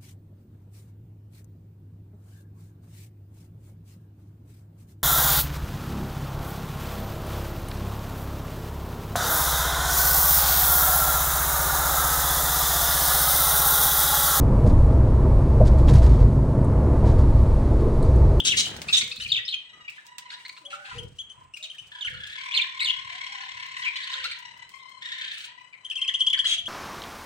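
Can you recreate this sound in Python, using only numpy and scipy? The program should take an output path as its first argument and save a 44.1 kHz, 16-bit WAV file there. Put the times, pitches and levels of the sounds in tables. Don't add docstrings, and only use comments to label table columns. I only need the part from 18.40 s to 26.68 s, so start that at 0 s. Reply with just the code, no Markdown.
import sys
import numpy as np
from scipy import signal
from scipy.fft import rfft, irfft, next_fast_len
from scipy.io import wavfile
from scipy.ndimage import map_coordinates

SR = 44100
rng = np.random.default_rng(int(sys.argv[2]) if len(sys.argv) > 2 else 0)


def waveform_to_disk(signal):
    frames = np.transpose(np.atleast_2d(signal))
    scaled = np.clip(frames, -1, 1) * 32767
    samples = np.round(scaled).astype(np.int16)
    wavfile.write(sys.argv[1], SR, samples)


N = 365148
NOTE_TIME = np.arange(6144) / SR


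def amp(db):
    return np.exp(np.asarray(db) * (np.log(10) / 20))


def unit(x):
    return x / np.sqrt(np.mean(x ** 2) + 1e-20)


def along(points, hz):
    f, v = np.transpose(points)
    return np.interp(np.log(hz + 1), np.log(f + 1), v)


def wobble(rate, size=N):
    knots = np.random.default_rng(rng.integers(2 ** 31)).standard_normal(int(size * rate / SR) + 4)
    steps = np.arange(len(knots) * 8) / 8
    smooth = map_coordinates(knots, [steps], mode="nearest")
    return np.interp(np.arange(size) * rate / SR, steps, smooth)


def filtered(x, response):
    size = x.shape[-1]
    m = next_fast_len(size + 2048)
    return irfft(rfft(x, m) * response(np.fft.rfftfreq(m, 1 / SR)), m)[..., :size]


def resonance(f, centre_hz, width_hz):
    return 1j * f * width_hz / (centre_hz ** 2 - f * f + 1j * f * width_hz)


def hiss(colour, shape):
    return unit(filtered(rng.standard_normal(shape), lambda f: amp(along(colour, f))))


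def stereo_noise(colour, apart):
    mid, side = hiss(colour, (2, N))
    return unit(np.array([mid + apart * side, mid - apart * side]))


def add(track, s, sound):
    start = int(np.clip(round(s * SR), 0, N - 1))
    track[..., start:start + sound.shape[-1]] += sound[..., :N - start]


def swell(u, edge):
    return np.sin(np.pi / 2 * np.clip(np.minimum(u, 1 - u) / edge, 0, 1)) ** 2


def bouts(rows, attack_s, release_s):
    t = np.arange(0, N, 64) / SR
    levels = []
    for s, length, *held_db in rows:
        outside = np.maximum((s - t) / attack_s, (t - s - length) / release_s)
        levels.append(np.add.outer(held_db, -60 * np.maximum(0, outside)))
    loudest_db = np.maximum(np.max(levels, axis=0), -120)
    return [np.interp(np.arange(N) / SR, t, db) for db in loudest_db]


def spaced(x, pan_db, delay_ms):
    pair = filtered(x, lambda f: np.exp(np.outer([-1, 1], 1j * np.pi * f * delay_ms / 1000)))
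    return pair * amp([[pan_db / 2], [-pan_db / 2]])


def perch(call, pan_db, delay_ms, walls_db, latest_s=0.012):
    direct = spaced(call, pan_db, delay_ms)
    echoes = np.zeros((2, len(call)))
    for mic in echoes:
        signs = rng.choice([-1, 1], size=8)
        mic[(rng.uniform(0.001, latest_s, size=8) * SR).astype(int)] = signs / np.sqrt(8)
    return direct + amp(walls_db) * signal.fftconvolve(direct, echoes, axes=1)[:, :len(call)]


def syrinx(hz, overtones_db):
    phase = 2 * np.pi * np.cumsum(hz) / SR
    overtones = (amp(db) * np.sin(k * phase) * (k * hz < SR / 2) for k, db in enumerate(overtones_db, 2))
    return np.sin(phase) + sum(overtones)


def reed(hz, colour, count=8):
    phase, voice = 2 * np.pi * np.cumsum(hz) / SR, 0
    for k in range(1, count + 1):
        throat_db = along(colour, k * hz) + 2.5 * wobble(50, len(hz))
        voice += amp(throat_db) * np.sin(k * phase) * (k * hz < SR / 2)
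    return unit(voice)


# (frequency [Hz], level [dB])
ROOM_TONE = [(25, -29), (60, -5.5), (130, 3), (300, -7), (700, -6), (1200, -3), (2000, -6.5), (3100, -2.5),
             (4500, -48), (8000, -9), (11000, -45.5), (15500, -45.5)]


def room_tone(level_db=-63.5):
    return amp(level_db + 1.5 * wobble(6)) * stereo_noise(ROOM_TONE, apart=0.39)


# (time [s], length [s], top pitch [Hz], level [dB])
PIPS = [(0, 0.009, 3386, -18.5), (0.252, 0.024, 3126, -31), (2.623, 0.018, 3080, -50.5),
        (3.204, 0.013, 2830, -44.5), (0.478, 0.038, 2726, -31), (0.713, 0.022, 2588, -40),
        (0.794, 0.051, 3020, -36.5), (0.982, 0.014, 3610, -58), (2.249, 0.026, 3280, -40.5),
        (2.58, 0.023, 3223, -34), (2.783, 0.0406, 3310, -34.5), (2.893, 0.035, 3170, -44.5),
        (3.136, 0.014, 2840, -38.5), (3.165, 0.0155, 2560, -41.5), (3.295, 0.03, 3180, -39.5),
        (3.38, 0.0248, 3120, -38.5), (3.644, 0.028, 3150, -30.5), (7.511, 0.027, 2820, -36.5),
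        (7.573, 0.028, 2760, -36), (7.642, 0.012, 2610, -33.5), (7.789, 0.033, 3050, -35.5),
        (7.899, 0.014, 3440, -25)]


def pips(rows, droop=0.2016, flutter=0.018, scrape_db=-17, gain_db=2.5, shake_db=1.37):
    out, t = np.zeros((2, N)), NOTE_TIME
    for s, length, top_hz, db in rows:
        u = np.clip(t / length, 0, 1)
        depth = droop * (1 + 0.4 * rng.uniform(-0.98, 1))
        arch = 1 - depth * abs(2 * u ** rng.uniform(0.797, 1.325) - 1) ** 2.49
        hz = top_hz * arch * (1 + flutter * wobble(686, len(t)))
        reedy_db = -0.8 * max(db + 35.5, 0) + 2 * rng.standard_normal(3)
        tone = unit(syrinx(hz, overtones_db=reedy_db + [-18, -19, -17])) * swell(u, edge=0.3)
        tone *= amp(shake_db * wobble(200, len(t)))
        white = rng.standard_normal(len(t))
        scrape = unit(filtered(white, lambda f: resonance(f, 4400, 4400) * resonance(f, 6000, 9700)))
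        ends = swell(u / 0.36, edge=0.25) + 0.5 * swell((1 - u) / 0.25, edge=0.46)
        call = amp(db + gain_db) * (tone + amp(scrape_db) * scrape * ends)
        add(out, s, perch(call, pan_db=4.5, delay_ms=0.04, walls_db=-10))
    return out


# (time [s], length [s], air [dB], whoosh [dB], feathers [dB])
FLURRIES = [(0.005, 0.2, -50, -43, -55), (0.27, 0.11, -55, -42.5, -42.5), (.42, 0.043, -57, -46, -44.5),
            (0.53, 0.14, -54, -53.5, -60), (0.83, 0.11, -49.5, -69, -80), (1.35, 0.042, -69, -63, -61.5),
            (2.56, 0.086, -42.5, -53.5, -63), (2.99, 0.03, -56.5, -67, -80), (3.42, 0.042, -63, -81, -72),
            (3.7, 0.078, -49, -66, -72), (4.42, 0.26, -61.5, -77.5, -86), (5.1, 0.35, -67.5, -84, -85),
            (5.8, 0.089, -64, -81, -82), (6.03, 0.22, -69.5, -85, -90), (7.86, 0.4, -61.5, -79, -73),
            (8.18, 0.07, -54.5, -67.5, -77)]
# (frequency [Hz], level [dB])
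AIR_COLOUR = [(15, -65), (25, -22), (50, 9), (72, 11), (125, 14), (200, -3.5), (340, -31.5), (500, -11),
              (650, -36), (1100, -100)]
WHOOSH_COLOUR = [(40, -24.5), (100, 0.5), (170, 5), (260, -2), (430, -4.5), (560, -9.5), (800, -30.5),
                 (2000, -38)]
FEATHER_COLOUR = [(150, -17), (400, -9.5), (600, 0.5), (850, 0), (1150, -5.5), (1500, 0), (3000, -8),
                  (5000, -24), (12000, -25)]


def wings(stroke_hz=37, beat_db=3.5):
    air_db, whoosh_db, feather_db = bouts(FLURRIES, attack_s=0.17, release_s=0.56)
    turns = np.cumsum(stroke_hz * (1 + 0.154 * wobble(6.7))) / SR
    beats = unit(amp(beat_db * np.cos(2 * np.pi * turns)))
    air = amp(air_db) * stereo_noise(AIR_COLOUR, apart=0.47)
    whoosh = amp(whoosh_db) * stereo_noise(WHOOSH_COLOUR, apart=0.33)
    feathers = amp(feather_db) * stereo_noise(FEATHER_COLOUR, apart=0.88)
    return beats * (air + whoosh + feathers)


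# (time [s], length [s], throat [Hz], throat level [dB], hiss level [dB],
# narrow ring [gain], left over right [dB], left delay [ms])
SQUAWKS = [(0.048, 0.042, 3820, -20, -24, 0.055, 4, -0.22),
           (0.167, 0.045, 3990, -18.5, -24, 0.059, 2, -0.19),
           (0.525, 0.041, 3580, -21, -37.5, 0.91, -0.5, 0.14),
           (0.567, 0.025, 3730, -23.5, -24, 0.91, 4.5, 0.19), (2.299, 0.064, 2820, -43, -56, 0.27, 1, 0.22),
           (2.442, 0.14, 2480, -46.5, -72, 0.12, 6.5, -0.29),
           (1.909, 0.04, 2770, -47, -62, 0.18, 0, -0.0098), (3.226, 0.024, 3720, -39.5, -46, 1, 2.5, 0.24),
           (8.06, 0.095, 3330, -28.5, -38.5, 0.43, 2.5, 0.13)]


def squawks(buzz_hz=190):
    out, t = np.zeros((2, N)), NOTE_TIME
    for s, length, throat_hz, throat_db, hiss_db, ring, pan_db, delay_ms in SQUAWKS:
        cycle = np.cumsum(buzz_hz * (1 + 0.086 * wobble(90, len(t)))) / SR % 1
        puffs = np.exp(-cycle) * rng.standard_normal(len(t)) * swell(t / length, edge=0.084)
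        band = lambda hz, width_hz: unit(filtered(puffs, lambda f: resonance(f, hz, width_hz) ** 2))
        throat = ring * band(throat_hz, 480) + 0.84 * band(throat_hz, 2460)
        call = (amp(throat_db) * throat + amp(hiss_db) * band(5760, 2700)) * np.sqrt(length / t[-1])
        add(out, s, perch(call, pan_db, delay_ms, walls_db=-2.5))
    return out


# (time [s], length [s], level [dB])
RUMMAGES = [(0.05, 0.23, -34.5), (.24, 0.28, -50), (.5, 0.12, -37.5), (.62, .28, -47), (1.51, 0.17, -58),
            (1.79, 0.058, -67), (1.97, 0.17, -58), (2.17, .05, -57), (2.33, 0.13, -56.5),
            (2.53, 0.13, -61.5), (2.68, 0.093, -62.5), (3, .04, -64), (3.16, 0.097, -52), (3.33, 0.33, -60),
            (3.7, 0.038, -55), (3.79, 0.018, -54.5), (3.87, 0.045, -53), (4.05, .015, -59),
            (4.84, 0.026, -66), (5.38, 0.024, -50), (5.65, 0.031, -69), (5.842, .015, -50.5),
            (6.3, 0.081, -56.5), (6.785, 0.035, -63.5), (6.922, .03, -49.5), (6.975, 0.079, -47.5),
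            (7.205, .015, -67)]
# (frequency [Hz], level [dB])
HUSK_COLOUR = [(600, -21), (1500, -17), (3000, 7), (8000, 4), (11500, 4), (15500, -3.5)]


def husks(nibble_db=-76, clump_db=4, grain_db=2):
    rummage_db, = bouts(RUMMAGES, attack_s=0.04, release_s=0.16)
    level_db = np.maximum(nibble_db + 4 * wobble(14), rummage_db)
    grains = amp(clump_db * wobble(70) + grain_db * wobble(900))
    return amp(level_db) * unit(grains * stereo_noise(HUSK_COLOUR, apart=0.9))


# (time [s], length [s], start [Hz], end [Hz], level [dB], left over right [dB])
CHIRPS = [(0.081, 0.029, 2990, 3345, -25, 5), (0.109, 0.0211, 3466, 2744, -20.5, 2),
          (0.124, 0.024, 2770, 1713, -25, 4.5), (0.713, 0.013, 3120, 5120, -31.5, 4),
          (0.765, 0.017, 3390, 4600, -37.5, -1), (0.82, 0.02, 3690, 4460, -38.5, 2),
          (0.847, 0.024, 3140, 2350, -30.5, 3.5), (0.884, 0.047, 4090, 4600, -35.5, 2),
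          (0.885, 0.036, 3275, 2820, -41, 12.5), (0.917, 0.019, 3750, 3305, -20.5, 4),
          (0.937, 0.03, 3930, 2235, -27, -1), (0.962, 0.022, 3980, 2646, -24, 3),
          (0.986, 0.016, 2040, 1814, -31, -2.5), (1.078, 0.013, 4230, 3080, -27.5, 5),
          (1.086, 0.018, 4300, 3820, -31, 2), (1.579, 0.019, 1650, 1836, -42, -1),
          (3.343, 0.023, 1750, 1785, -57.5, 11), (1.109, 0.038, 4546, 2382, -30.5, 1.5),
          (1.141, 0.01, 3020, 3220, -22.5, 1.5), (1.477, 0.022, 2340, 2720, -35, 3.5),
          (2.326, 0.024, 1370, 1338, -33.5, -1.5), (2.376, 0.13, 1398, 1634, -45, -2),
          (2.497, 0.052, 1572, 1272, -42.5, 5), (1.051, 0.015, 4930, 5400, -35, 0.5),
          (3.245, 0.0218, 3340, 2570, -40.5, -4), (3.607, 0.032, 3730, 2760, -31, -3),
          (3.668, 0.021, 2960, 1578, -28.5, -1.5), (4.109, 0.025, 2050, 3720, -32, 5),
          (4.132, 0.029, 3354, 2190, -28, 7), (4.185, 0.03, 2650, 2370, -32.5, -12),
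          (4.227, 0.021, 2460, 1720, -43, 22), (4.139, 0.033, 3930, 4300, -26.5, -2),
          (4.164, 0.022, 4375, 2840, -20.5, -3), (4.188, 0.015, 2970, 2370, -28, 16),
          (4.212, 0.016, 3950, 3400, -24.5, -1), (4.392, 0.016, 4060, 2330, -28.5, 0),
          (4.399, 0.045, 3670, 4280, -30, 6.5), (4.408, 0.025, 2067, 2250, -26, 3.5),
          (4.443, 0.026, 4310, 3320, -25.5, -1.5), (4.468, 0.031, 3173, 2830, -22, 3.5),
          (4.496, 0.014, 2860, 3353, -21, 5.5), (5.432, 0.035, 3510, 2300, -32, 1.5),
          (5.459, 0.034, 2133, 2554, -25, 5), (5.73, 0.017, 4210, 3631, -32, -7.5),
          (7.69, 0.012, 2150, 1740, -30.5, 5), (7.326, 0.033, 2490, 2010, -44.5, 7),
          (7.928, 0.023, 2750, 1664, -28, -2)]


def chirps(flutter=0.045, shake_db=2, breath_db=-13, gain_db=1, stutter_hz=105, beat_hz=780):
    out, t = np.zeros((2, N)), NOTE_TIME
    for s, length, start_hz, end_hz, db, pan_db in CHIRPS:
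        u = np.clip(t / length, 0, 1)
        glide_hz = end_hz + (start_hz - end_hz) * (1 - u) ** 1.3
        hz = glide_hz * (1 + flutter * wobble(690, len(t)))
        tone = syrinx(hz, overtones_db=np.array([-24, -36, -36]) + 4 * rng.standard_normal())
        tone *= amp(shake_db * wobble(257, len(t)))
        slow_vibration = syrinx(beat_hz * (1 + 0.252 * wobble(198.5, len(t))), overtones_db=[-8])
        tone = unit(tone * (3.5 + 0.55 * slow_vibration))
        white = rng.standard_normal(len(t))
        breath = unit(filtered(white, lambda f: resonance(f, (start_hz + end_hz) / 2, 1000) ** 2))
        turns = np.cumsum(stutter_hz * (1 + 0.38 * wobble(73, len(t)))) / SR
        stutter_db = 3.5 * np.cos(2 * np.pi * (turns + rng.uniform()))
        call = unit((tone + amp(breath_db) * breath) * amp(stutter_db)) * swell(u, edge=0.15)
        call = filtered(call, lambda f: f ** 6 / (f ** 6 + 1100 ** 6))
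        add(out, s, amp(db + gain_db) * perch(call, pan_db, delay_ms=0.26, walls_db=-7))
    return out


# (time [s], level [dB])
LANDINGS = [(0.139, -29.5), (0.27, -37), (.333, -35), (0.361, -32), (.44, -37), (.465, -38), (0.522, -33),
            (.625, -35), (.78, -41), (0.858, -40), (0.945, -51), (2.551, -47.5), (3.787, -46), (4.529, -62),
            (4.652, -62), (5.785, -67), (8.195, -54)]
# (frequency [Hz], level [dB], t60 [s])
CAGE_MODES = [(71.6, -7, .22), (140, -3, 0.15), (216, 0, 0.069), (243, -15, 0.041), (360, -16.5, 0.03),
              (454, -12, 0.099)]


def thuds(attack_s=0.011):
    out, t = np.zeros(N), np.arange(SR // 4) / SR
    attack = 1 - np.exp(-t / attack_s)
    for s, db in LANDINGS:
        for hz, mode_db, t60 in CAGE_MODES:
            level_db = db + mode_db + 2 * rng.standard_normal() - 60 * t / t60
            add(out, s, amp(level_db) * attack * np.sin(2 * np.pi * (hz * t + rng.uniform())))
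    return out


def far_twitters(level_db=-60, spread_db=1.5, count=40):
    out, t = np.zeros((2, N)), NOTE_TIME[:4096]
    for when, span, height, slope, side in rng.uniform(size=(count, 5)):
        u = np.clip(t / (0.014 + 0.02 * span), 0, 1)
        hz = 1900 * 1.8 ** height * (1 + 0.6 * (slope - 0.5) * u + 0.05 * wobble(700, len(t)))
        note = unit(syrinx(hz, overtones_db=[-10 - 15 * height, -26])) * swell(u, edge=0.083)
        note *= amp(level_db + spread_db * rng.standard_normal())
        add(out, when * N / SR, perch(note, 8 * (side - 0.5), 0.77 * (side - 0.5), walls_db=-2))
    return out


# (time [s], level [dB])
TICKS = [(0.3653, -26), (0.4178, -20.5), (0.6775, -29), (0.761, -30), (1.5008, -35.5), (1.667, -35),
         (1.783, -22), (2.0824, -36), (2.588, -40), (2.6334, -39.5), (3.172, -31.5), (3.348, -41.5),
         (5.265, -38), (5.8438, -27), (5.989, -34.5), (6.176, -43), (6.293, -38), (6.495, -45),
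         (6.7848, -36.5), (6.926, -42), (6.983, -31.5), (7.2142, -53)]
# (frequency [Hz], gain [dB])
TICK_COLOUR = [(300, -44), (1200, -3.5), (3000, 3.5), (8000, -1.5), (10000, -5.5), (11500, 9), (14000, -8),
               (16000, 2)]


def ticks(crack_t60=0.0015, tail_t60=0.064, gain_db=3):
    out, t = np.zeros((2, N)), NOTE_TIME[:2048]
    decay = amp(-60 * t / crack_t60) + 0.34 * amp(-60 * t / tail_t60)
    for s, db in TICKS:
        add(out, s, amp(db + gain_db) * decay * rng.standard_normal((2, len(t))))
    return filtered(out, lambda f: amp(along(TICK_COLOUR, f)))


# (time [s], length [s], pitch [Hz], level [dB])
CHUCKS = [(0.484, 0.0191, 1223, -28), (0.61, 0.016, 1181, -25.5), (0.706, 0.0252, 1197, -37),
          (0.799, 0.014, 1780, -32.5), (0.82, 0.013, 1378, -39), (1.902, 0.011, 2153, -37.5),
          (1.914, 0.041, 1703, -39), (1.981, 0.027, 2226, -53), (2.049, 0.02, 2127, -40.5),
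          (2.092, 0.0081, 2153, -36), (2.164, 0.021, 1275, -45.5), (2.456, 0.0128, 1550, -46),
          (2.494, 0.016, 1500, -44), (5.556, 0.0211, 1057, -31.5), (5.626, 0.025, 2120, -39),
          (5.715, 0.015, 1655, -34), (5.738, 0.025, 1350, -39), (5.838, 0.0271, 1332, -29),
          (5.911, 0.014, 2280, -31.5), (6.591, 0.013, 2070, -66), (7.517, 0.017, 1840, -49),
          (7.975, 0.021, 1716, -34), (8.042, 0.022, 1917, -30)]
# (frequency [Hz], gain [dB])
CHUCK_THROAT = [(900, -23), (1400, 5), (2000, 7.5), (3300, 5), (4200, 11), (5000, -2), (6500, -12),
                (8000, -8.5), (11000, -28), (15000, -34.5)]


def chucks(rise=0.262, arch=0.048, rough=0.07, breath_db=-9):
    out, t = np.zeros((2, N)), NOTE_TIME
    for s, length, pitch_hz, db in CHUCKS:
        u = np.clip(t / length, 0, 1)
        bend = arch * (np.sin(np.pi * u) - 0.5) + rough * wobble(1100, len(t))
        hz = pitch_hz * (1 + rise * (u - 0.5)) * (1 + bend)
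        breath = amp(breath_db) * hiss(CHUCK_THROAT, len(t))
        call = amp(db) * (reed(hz, CHUCK_THROAT) + breath) * swell(u, edge=0.15)
        add(out, s, perch(call, pan_db=1.5, delay_ms=rng.uniform(-0.33, 0.38), walls_db=-7))
    return out


# (time [s], length [s], pitch [Hz], level [dB])
HUMS = [(.65, 0.15, 508.5, -57), (.93, 0.098, 503, -58.5), (1.33, .09, 1252, -55.5),
        (2.211, 0.038, 310, -56.5), (2.234, 0.21, 574.6, -53.5), (2.267, 0.3, 794, -55.5),
        (2.547, 0.1, 466, -44.5), (3.197, 0.073, 615, -61.5), (3.7, 0.092, 514.5, -56),
        (4.713, 0.0589, 700, -54), (4.88, 0.19, 801, -57), (5.75, 0.12, 525, -56.5),
        (8.028, 0.28, 695, -59.5)]


def hums(waver=0.032):
    out, t = np.zeros(N), np.arange(SR // 2) / SR
    for s, length, hz, db in HUMS:
        tone = syrinx(hz * (1 + waver * wobble(55.3, len(t))), overtones_db=[-16])
        add(out, s, amp(db) * unit(tone) * swell(t / length, edge=0.065))
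    return 0.6 * out + 0.67 * room(np.array([out, out]), count=1)


# (time [s], length [s], peep rate [Hz], pitch [Hz], fundamental [dB],
# rasp [dB], hoarseness [0-1], left over right [dB])
BEGGING = [(1.207, 0.42, 25, 967, -67, -53.5, 0.24, 3.5), (1.64, 0.41, 27.6, 980, -53, -52, 0.27, 1),
           (2.047, 0.19, 25, 1020, -53.5, -67, 0.3, 7), (2.476, 0.074, 31.5, 1010, -46.5, -50, 0.28, -5),
           (2.934, 0.15, 28.5, 980, -55, -71.5, 0.2, 1), (3.519, .11, 30, 969, -53.5, -70, 0.2, -9),
           (3.949, 0.82, 37.7, 1038, -46.5, -39.5, 0.81, 3.5), (4.72, 1.14, 36.3, 1024, -47, -39, 0.82, 4),
           (5.938, 0.33, 36.6, 972, -52, -47.5, 0.44, 6), (6.305, 0.3, 33, 1034, -53, -51, .1, 10),
           (6.575, 0.33, 32, 1031, -58.5, -49, .4, 10.5), (7.047, 0.25, 31.5, 985, -58, -55.5, 0.19, 12),
           (7.342, 0.16, 34, 1020, -65.5, -61, 0.23, 11.5), (7.555, 0.51, 31.5, 1053, -58.5, -56, 0.26, 13)]
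# (frequency [Hz], gain [dB])
YOUNG_THROAT = [(710, -56), (1200, -25), (1500, -5.5), (1900, 0), (2500, -1.5), (3150, -5.5), (3640, -9),
                (4130, -7.5), (4740, -20.5), (5670, -14.5), (6580, -25.5), (7790, -19.5), (11200, -50),
                (15000, -56.5)]


def begging(uneven_db=2, breath_db=-3, rough=0.06, duty=0.72, fade_s=0.027):
    out = np.zeros((2, N))
    for s, length, rate, pitch_hz, low_db, rasp_db, hoarse, pan_db in BEGGING:
        t = np.arange(int(length * SR)) / SR
        turns = np.cumsum(rate * (1 + 0.05 * wobble(25, len(t)))) / SR
        per_peep = lambda: rng.standard_normal(128)[turns.astype(int)]
        u = np.clip(turns % 1 / duty, 0, 1)
        arch = 0.04 * (np.sin(np.pi * u) - 0.8)
        hz = pitch_hz * (1 + arch + 0.018 * per_peep() + 0.008 * wobble(150, len(t)))
        shaky_hz = hz * (1 + hoarse * (0.073 * per_peep() + rough * wobble(900, len(t))))
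        breath = hoarse * amp(breath_db) * hiss(YOUNG_THROAT, len(t))
        rasp = unit((reed(shaky_hz, YOUNG_THROAT) + breath) * amp(uneven_db * per_peep()))
        voice = amp(low_db) * unit(syrinx(hz, overtones_db=[])) + amp(rasp_db) * rasp
        pulses = unit(swell(u, edge=0.41) * amp(uneven_db * per_peep()))
        fade = swell(t / length, edge=fade_s / length)
        add(out, s, spaced(voice * pulses * fade, pan_db, delay_ms=0.3))
    return out


# (time [s], length [s], first note rate [Hz], last note rate [Hz], level [dB], strain [0-1])
HOARSE_BOUTS = [(3.515, 0.36, 30.44, 32.7, -37.5, 0.39), (3.832, 0.2, 32.73, 35, -37.5, 0.81),
                (4.049, 0.68, 36.7, 35.37, -51, 0.6), (4.689, 1, 33.92, 31.37, -42.5, 1),
                (5.6, .37, 31.1, 31.73, -33.5, 0.86), (6.618, 0.46, 32.5, 28.84, -34, 0.95)]
# (frequency [Hz], gain [dB])
HOARSE_THROAT = [(1000, -27), (1600, -4.5), (2200, 2), (3300, 1.5), (4200, -0.5), (5000, -15.5),
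                 (8000, -19.5), (12000, -61)]


def hoarse_begging(note_s=0.0177, top_hz=1663, droop=0.12, breath_db=-1, uneven_db=2.16):
    out, t = np.zeros((2, N)), NOTE_TIME[:1024]
    u = np.clip(t / note_s, 0, 1)
    arch = 1 - droop * (2 * u - 1) ** 2
    for start, length, first_rate, last_rate, db, strain in HOARSE_BOUTS:
        s = start
        while s < start + length:
            progress = (s - start) / length
            detune = 0.11 * strain * rng.standard_normal()
            shake = (0.022 + 0.035 * strain) * wobble(1215, len(t))
            hz = top_hz * (arch + detune + shake)
            breath = amp(breath_db) * hiss(HOARSE_THROAT, len(t))
            rasp = reed(hz, HOARSE_THROAT, count=6) + breath
            voice = unit(strain * rasp + (1 - strain) * syrinx(hz, overtones_db=[-3]))
            level_db = db - 9 * progress ** 14 + uneven_db * rng.standard_normal()
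            note = amp(level_db) * voice * swell(u, edge=0.3)
            add(out, s, spaced(note, pan_db=2, delay_ms=-0.2))
            rate = first_rate + (last_rate - first_rate) * progress
            s += (1 + 0.05 * rng.standard_normal()) / rate
    return out


# (time [s], length [s], level [dB])
ALARM = [(7.444, 0.029, -38), (7.498, .021, -28.5), (7.554, 0.024, -28), (7.613, 0.023, -25),
         (7.676, 0.028, -23), (7.738, 0.023, -23.5), (7.802, 0.025, -19.5), (7.864, 0.026, -19.5),
         (7.928, .026, -20.5), (7.988, .025, -20), (8.049, 0.03, -22.5), (8.11, .024, -24),
         (8.176, 0.03, -30.5), (8.256, 0.026, -32)]


def alarm(first_hz=3235, step_hz=6.2):
    return pips([(s, length, first_hz + step_hz * k, db) for k, (s, length, db) in enumerate(ALARM)])


# (frequency [Hz], t60 [s])
ROOM_DECAY = [(150, 0.12), (1000, 0.36), (3000, 0.45), (7000, 0.29), (14000, 0.12)]


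def room(x, count=3, build_s=0.0041):
    hz, t, spectra = signal.stft(rng.standard_normal((count, 2, SR // 2)), SR, nperseg=256)
    envelope = amp(-60 * t / along(ROOM_DECAY, hz)[:, None]) * (1 - np.exp(-t / build_s))
    tails = signal.istft(spectra * envelope, SR, nperseg=256)[1]
    shares = np.exp(2 * np.array([wobble(16) for _ in tails]))
    shares /= np.linalg.norm(shares, axis=0)
    return sum(signal.oaconvolve(x * share, tail / np.linalg.norm(tail[0]), axes=1)[:, :N]
               for share, tail in zip(shares, tails))


def scene():
    sources = [(chirps() + chucks(), -10), (pips(PIPS) + alarm(), -11.5),  # (sound, room send [dB])
               (squawks(), -9.5), (begging(), -5.5), (hoarse_begging(), -4),
               (ticks() + husks(), -12.5), (far_twitters(), 0)]
    direct = sum(sound for sound, _ in sources)
    reverb = room(sum(amp(send_db) * sound for sound, send_db in sources))
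    return direct + reverb + wings() + thuds() + hums() + room_tone()


# (frequency [Hz], gain [dB])
MIC_RESPONSE = [(4000, -1.5), (9000, -3), (10300, -12.5), (11500, -28.5), (13000, -14), (15500, -5)]
# (frequency [Hz], right over left [dB])
MIC_BALANCE = [(30, 4.5), (100, -0.5), (250, -1), (5000, 1), (7000, 2), (8500, -7), (9700, -3.5),
               (11000, -9.5), (12500, 4.5), (15500, -1.5)]


def record(dry, top_hz=15850):
    gain_db = lambda f: along(MIC_RESPONSE, f) + np.outer([-0.5, 0.5], along(MIC_BALANCE, f))
    return filtered(dry, lambda f: amp(gain_db(f)) * (f < top_hz))


dry = scene()
out = record(dry)
waveform_to_disk(out)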